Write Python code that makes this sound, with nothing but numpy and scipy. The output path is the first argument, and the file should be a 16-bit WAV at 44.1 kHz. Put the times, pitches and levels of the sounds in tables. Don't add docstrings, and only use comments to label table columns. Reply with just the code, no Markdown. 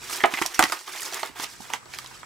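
import sys
import numpy as np
from scipy import signal
from scipy.fft import rfft, irfft, next_fast_len
from scipy.io import wavfile
from scipy.ndimage import map_coordinates

SR = 44100
rng = np.random.default_rng(int(sys.argv[2]) if len(sys.argv) > 2 else 0)


def decibels_to_gain(level_db):
    exponent = np.asarray(level_db, float) / 20
    return 10 ** exponent


def master_out(mix):
    frames = np.transpose(np.atleast_2d(mix))
    ceiling = np.clip(frames, -1, 1)
    pcm = np.round(ceiling * 32767).astype(np.int16)
    wavfile.write(sys.argv[1], SR, pcm)


N = 99225


def unit(x):
    return x / np.sqrt(np.mean(x ** 2) + 1e-20)


def along(points, hz):
    point_hz, value = np.transpose(points)
    return np.interp(np.log(hz + 1), np.log(point_hz + 1), value)


def curves(rows):
    when_s, *columns = np.transpose(rows)
    t = np.arange(N) / SR
    return [np.interp(t, when_s, column) for column in columns]


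def wobble(rate):
    return map_coordinates(rng.standard_normal(1000), [np.arange(N) * rate / SR])


def filtered(x, response):
    size = next_fast_len(x.shape[-1] + 8192)
    spectrum = rfft(x, size) * response(np.fft.rfftfreq(size, 1 / SR))
    return irfft(spectrum, size)[..., :x.shape[-1]]


def peak(f, hz, width_hz):
    return 1j * f * width_hz / (hz * hz - f * f + 1j * f * width_hz + 1e-9)


def apart(pair):
    difference = 0.4 * pair[1]
    return np.array([pair[0] + difference, pair[0] - difference])


# pitch_hz [Hz], width_hz [Hz], level_db [dB]
CARD_MODES = [(296, 140, 1.5), (810, 228, 4), (1240, 143, 7), (1410, 500, 1), (2020, 415, 3.5),
              (3110, 970, -2.5)]


def card_body(f, uneven_db):
    total = 0
    for k, (hz, width_hz, level_db) in enumerate(CARD_MODES):
        total = total + (-1) ** k * decibels_to_gain(level_db + uneven_db[k]) * peak(f, hz, width_hz)
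    return total


# start_s [s], level_db [dB peak], pitch_hz [Hz], fade_60db_s [s]
CARD_POPS = [(0.204, -16.5, 1770, 0.018), (0.212, -19, 1980, 0.031), (0.2378, -1.5, 1660, 0.033),
             (0.246, -6.5, 765, 0.06), (0.254, -7.5, 930, 0.018), (0.323, -24.5, 940, 0.047),
             (0.338, -13.5, 2025, 0.043), (0.372, -17.5, 2200, 0.069), (0.415, -11.5, 1020, 0.028),
             (0.421, -10, 2340, 0.026), (0.592, 1.5, 1247, 0.053), (0.599, -9.5, 722, 0.12),
             (0.6245, -2.5, 1920, 0.04), (0.638, -3.5, 2080, 0.0057), (0.653, -13.5, 1780, 0.024),
             (0.697, -19, 1250, 0.024), (0.7212, -12.5, 1404, 0.049), (0.877, -25.5, 1070, 0.033),
             (1.1238, -27, 710, 0.036), (1.2302, -12, 750, 0.02), (1.358, -32, 855, 0.018),
             (1.397, -21.5, 1145, 0.047), (1.604, -29.5, 845, 0.017), (1.702, -22, 883, 0.041),
             (1.735, -11, 2020, 0.012), (1.737, -16, 977, 0.055), (1.857, -39, 950, 0.037),
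             (1.937, -24, 2230, 0.021), (1.986, -26.5, 1240, 0.017), (2.23, -27, 980, 0.027)]
# start_s [s], level_db [dB peak], pitch_hz [Hz], fade_60db_s
# [s]
MORE_CARD_POPS = [(.096, -26, 1215, 0.049), (.38, -18, 2350, .02), (.387, -15.5, 2070, .02),
                  (.455, -21, 880, .03), (.509, -32.5, 1210, .04), (.5445, -23, 2000, 0.026),
                  (.5555, -23.5, 2260, 0.051), (.81, -32.5, 980, 0.024), (.951, -29, 1000, 0.016),
                  (.975, -23.5, 2080, 0.039), (.997, -24, 2300, 0.014), (1.19, -25.5, 2060, 0.095),
                  (1.424, -30, 1100, 0.013), (1.434, -24.5, 1050, 0.047), (1.724, -41, 940, 0.019),
                  (.5925, -19, 2000, .025), (.626, -4.5, 1208, 0.046), (.239, -7, 830, 0.057),
                  (1.826, -40.5, 1110, 0.048), (1.889, -40, 950, 0.051), (2.044, -33.5, 920, 0.034),
                  (2.111, -36, 900, 0.071)]


def pops(rows):
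    sag, sag_s = 0.11, 0.0024
    rise_s, slip_s = 0.00063, 0.00081
    out, t = np.zeros(N + SR), np.arange(SR // 8) / SR
    rise = 1 - np.exp(-t / rise_s)
    for start_s, level_db, hz, fade_s in rows:
        noise = rng.standard_normal(len(t))
        uneven_db = 0.27 * rng.standard_normal(len(CARD_MODES))
        slip = noise * (decibels_to_gain(-60 * t / fade_s) + 2 * np.exp(-t / slip_s)) * rise
        ring = filtered(slip, lambda f: peak(f, hz, hz / 1.9) * card_body(f, uneven_db))
        turns = hz * (t + sag * sag_s * (1 - np.exp(-t / sag_s)))
        note = np.sin(2 * np.pi * turns) * decibels_to_gain(-60 * t / (0.84 * fade_s)) * rise
        pop = decibels_to_gain(4) * ring / np.abs(ring).max() + note
        out[round(start_s * SR):][:len(t)] += decibels_to_gain(level_db - 3) * pop / np.abs(pop).max()
    return out[:N]


# start_s [s], level_db [dB peak], pitch_hz [Hz], bright_edge_db [dB]
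SHELL_CRACKS = [(0.1326, -17.5, 5500, 21), (0.2354, -22, 5400, -6), (0.258, -15.5, 6400, 3),
                (0.339, -18.5, 4940, -7), (0.4207, -11.5, 5630, 15), (0.4612, -7, 5680, 0),
                (0.4704, -42, 5350, -6), (0.5445, -16, 5880, 0), (0.5536, -20, 5830, -25),
                (0.5922, 1, 7600, 3), (0.6255, -3.5, 6000, 3), (0.6384, -6.5, 5130, 6),
                (0.7213, -12, 4900, -1), (0.729, -20, 8000, -13), (1.0188, -18, 7050, 7),
                (1.0316, -20.5, 6800, -42), (1.0605, -20.5, 5120, -7.5), (1.1245, -21.5, 4400, -1),
                (1.1431, -14, 6900, 11), (1.26, -20, 9500, 15), (1.439, -15, 5100, -6),
                (1.7356, -14.5, 6160, -36), (1.7444, -23.5, 5600, -32), (1.857, -35.5, 4350, -18),
                (1.937, -24.5, 4360, -48), (1.9864, -16.5, 4350, 30), (2.0438, -29.5, 4770, 9),
                (2.0604, -26, 3880, -30), (2.073, -32, 7000, -23)]
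# start_s [s], level_db [dB peak], pitch_hz [Hz], bright_edge_db [dB]
FILM_TICKS = [(.0887, -39, 5170, -4), (.3222, -23, 3170, 4), (.4145, -20, 5230, -3), (.489, -42, 6500, -3),
              (.549, -20, 5800, -7), (.6968, -41, 5660, -3), (.7905, -25.5, 5460, -7), (.835, -37, 9100, 0),
              (.8769, -24, 3500, -12), (.934, -28, 3030, -27), (.96, -22.5, 3570, -3),
              (1.007, -22.5, 9200, -7), (1.089, -30, 5100, -18), (1.134, -22, 5860, -5.5),
              (1.171, -30, 7040, -3), (1.182, -40, 7000, 4), (1.1945, -22.5, 6600, 5),
              (1.2015, -23.5, 7600, 0), (1.2311, -19, 4340, -15), (1.272, -27, 4470, -3),
              (1.3583, -35, 3300, -16), (1.3985, -21, 3350, -10), (1.434, -28, 5330, -11),
              (1.443, -16, 2840, -18), (1.6033, -37, 5520, 0), (1.947, -26, 2380, -17),
              (1.995, -42, 5000, -1), (1.7015, -26, 2570, -6), (2.2303, -37, 3200, -21)]


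def cracks(rows):
    snap_fade_s, rattle_fade_s, note_fade_s = 0.0073, 0.11, 0.015
    rise_s = 0.00057
    edge_hz, edge_width_hz = 4700, 9100
    out, t = np.zeros((2, N + SR)), np.arange(SR // 10) / SR
    fade = decibels_to_gain(-60 * t / snap_fade_s) + decibels_to_gain(-21.5 - 60 * t / rattle_fade_s)
    fade = fade * (1 - np.exp(-(t / rise_s) ** 2))
    for start_s, level_db, hz, edge_db in rows:
        burst = rng.standard_normal((2, len(t))) * fade

        def shell(f):
            edge = decibels_to_gain(edge_db + 0.5) * peak(f, edge_hz, edge_width_hz) ** 2
            return peak(f, hz, hz / 1.42) ** 2 + edge

        snap = filtered(burst, shell)
        note_level = decibels_to_gain(-9 - 60 * t / note_fade_s - max(edge_db, -6))
        note = note_level * np.sin(2 * np.pi * hz * t)
        crack = snap / np.abs(snap[0]).max() + note * [[1], [0.3]]
        out[:, round(start_s * SR):][:, :len(t)] += decibels_to_gain(level_db - 4) * crack
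    return apart(out[:, :N])


# start_s [s], level_db [dB peak], pitch_hz [Hz]
PACK_JOLTS = [(0.237, -12.5, 373), (0.336, -23.5, 278), (0.415, -13.5, 355), (0.592, -10, 319),
              (0.636, -15, 304), (1.297, -34.5, 305), (1.396, -28.5, 332), (1.602, -33.5, 224),
              (1.857, -40.5, 390), (2.043, -37, 505), (.44, -46, 49.6), (0.591, -34, 60.4), (.63, -42, 81),
              (1.299, -48, 71)]


def thumps():
    out, t = np.zeros(N + SR), np.arange(SR // 5) / SR
    for start_s, level_db, hz in PACK_JOLTS:
        life = t * hz / 5.1
        shape = np.exp(-3 * life) * (1 - np.exp(-30 * life))
        jolt = np.sin(2 * np.pi * hz * t) * shape
        out[round(start_s * SR):][:len(t)] += decibels_to_gain(level_db - 4) * jolt
    return out[:N]


def crackle(spectrum, spread_db, life_s, hiss_db, count):
    when, size = rng.random((count, 2)).T
    hits = np.bincount((when * N).astype(int), decibels_to_gain(-spread_db * np.log(size + 0.002)), N)
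    fade = np.exp(-np.arange(400) / (SR * life_s))
    bursts = unit(signal.fftconvolve(hits, fade)[:N]) + decibels_to_gain(hiss_db)
    noise = bursts * rng.standard_normal((2, N))
    return unit(filtered(noise, lambda f: decibels_to_gain(along(spectrum, f))))


def blips(count):
    when, size, which = rng.random((count, 3)).T
    hz = 3648 * 2 ** (0.76 * rng.standard_normal(count))
    hz = np.clip(hz, 1200, SR / 3)[:, None]
    k = np.arange(256)
    fade = np.exp(-k * hz / (SR * 66 / 2))
    notes = np.sin(2 * np.pi * hz * k / SR) * fade * decibels_to_gain(-4 * np.log(size + 0.05))[:, None]
    at = (when * N + (which > 0.5) * 2 * N).astype(int)[:, None] + k
    return unit(np.bincount(at.ravel(), notes.ravel(), 4 * N).reshape(2, -1)[:, :N])


# pitch_hz [Hz], level_db [dB]
PAPER_COLOUR = [(60, -44), (200, -32), (350, -4), (570, -13), (900, -4), (2100, -5.5), (4000, -12.5),
                (9000, -23)]
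# pitch_hz [Hz], level_db [dB]
FILM_COLOUR = [(120, -9), (500, -5.5), (900, -7.5), (2500, -11), (5200, 6.5), (8000, 4), (12000, -1),
               (16000, -5)]
# start_s [s], effort_db [dB], film_over_paper_db [dB]
RUBBING_EFFORT = [
    (0, -48, 4),
    (.13, -29, 1.5),
    (.2, -34.5, 1.5),
    (.3, -34, -10.5),
    (.39, -32.5, 1),
    (.52, -38, -1.5),
    (.66, -42, 13.5),
    (.74, -32.5, -4.5),
    (.86, -44.5, 2.5),
                  (0.878, -37, 0),
    (1.02, -36, 5),
    (1.1, -33.5, -5),
    (1.14, -31, -4),
    (1.262, -33.5, -4.5),
    (1.35, -51, -5.5),
    (1.365, -37, -3.5),
    (1.439, -32, 4),
    (1.453, -47, 7.5),
                  (1.5, -44, 3.4),
    (1.535, -42, 2.3),
    (1.575, -52.5, 6.5),
                  (1.592, -55, 11),
    (1.611, -42, 4),
    (1.689, -43, -2),
    (1.746, -29.5, -12),
    (1.83, -69.5, 5),
    (1.947, -41, 3.5),
    (2.09, -46.5, -3),
    (2.162, -47.5, 4.5),
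    (2.25, -60, 5),
]


def rubbing():
    effort_db, film_db = curves(RUBBING_EFFORT)
    clumps_db = wobble(25)
    paper = crackle(PAPER_COLOUR, 3.5, 0.011, 0.35, count=900)[0]
    paper = decibels_to_gain(clumps_db + wobble(39.06)) * paper
    film = crackle(FILM_COLOUR, 2.6, 0.0014, 1.5, count=1200) + decibels_to_gain(-3) * blips(count=2500)
    sheen = filtered(film, lambda f: 1 / (1 + (9000 / (f + 1)) ** 4))
    sheen_gain = decibels_to_gain(0.42 * (effort_db - effort_db.max()))
    film = film + (sheen_gain - 1) * sheen
    film_gain = decibels_to_gain(film_db + clumps_db + wobble(69.08))
    return decibels_to_gain(effort_db - 7) * (paper + film_gain * apart(film))


# pitch_hz [Hz], fade_60db_s [s]
ROOM_FADE = [(200, 0.17), (2000, 0.17), (10000, 0.073)]


def room(x):
    alike = 0.34
    piece = SR // 3
    out = np.zeros((2, N + SR))
    for a in range(0, N, piece):
        hz, t, z = signal.stft(rng.standard_normal((2, piece)), SR, nperseg=256)
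        fade = decibels_to_gain(-60 * t / along(ROOM_FADE, hz)[:, None])
        tail = signal.istft(z * fade, SR, nperseg=256)[1]
        tail = decibels_to_gain(-10.5) * tail / np.linalg.norm(tail[0])
        tail[1] = alike * tail[0] + np.sqrt(1 - alike ** 2) * tail[1]
        tail[:, rng.integers(0, 700, size=6)] += decibels_to_gain(-30.5) * rng.standard_normal(6)
        wet = signal.fftconvolve(x[None, a:a + piece], tail, axes=1)
        start = a + 150
        out[:, start:start + wet.shape[1]] += wet
    return out[:, :N]


# pitch_hz [Hz], left_minus_right_db [dB]
PORT_BALANCE = [(60, -7), (250, -11), (700, -5.5), (2400, -2.5), (6000, -2.5), (15000, -4.5)]
# pitch_hz [Hz], left_lead_rad [radians]
PORT_LEAD = [(50, 1.8), (260, 1.1), (1290, 0.6), (3200, 0.1), (7600, 0.17)]


def microphone_ports(x):
    side = np.array([[0.5], [-0.5]])

    def ports(f):
        return decibels_to_gain(side * along(PORT_BALANCE, f)) * np.exp(1j * side * along(PORT_LEAD, f))

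    return filtered(x, ports)


# pitch_hz [Hz], level_db [dB]
HISS_COLOUR = [(15, -47), (40, -17), (125, -18), (754, -25), (1330, -20), (3520, -31), (7710, -29.5),
               (16000, -48)]
# pitch_hz [Hz], level_db [dB rms]
HUM_AND_WHINE = [
    (125.5, -66),
    (7865, -68),
    (15735, -83),
]
# start_s [s], gain_db [dB]
CAMERA_GAIN = [
    (0, 6),
    (.6, -23),
    (1.5, 1),
    (2.25, 4),
]


def room_tone():
    t = np.arange(N) / SR
    hiss = unit(filtered(rng.standard_normal((2, N)), lambda f: decibels_to_gain(along(HISS_COLOUR, f))))
    lines = np.zeros(N)
    for hz, level_db in HUM_AND_WHINE:
        level = decibels_to_gain(level_db + 3 + wobble(8))
        lines += level * np.sin(2 * np.pi * hz * t + 0.8 * wobble(12))
    return decibels_to_gain(curves(CAMERA_GAIN)[0]) * (decibels_to_gain(-53) * hiss + lines)


def scene():
    card = pops(CARD_POPS) + pops(MORE_CARD_POPS) + thumps()
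    plastic = cracks(SHELL_CRACKS) + cracks(FILM_TICKS)
    pack = card + plastic + rubbing()
    return microphone_ports(pack + room(pack.mean(0))) + room_tone()


def top_cut(x):
    return signal.sosfilt(signal.butter(12, 16670, fs=SR, output="sos"), x)


def record(dry):
    clipped = dry / (1 + np.abs(dry) ** 8) ** (1 / 8)
    limited = filtered(clipped, lambda f: 1 / (1 + (f / 15700) ** 60))
    return top_cut(limited)


dry = scene()
out = record(dry)
master_out(out)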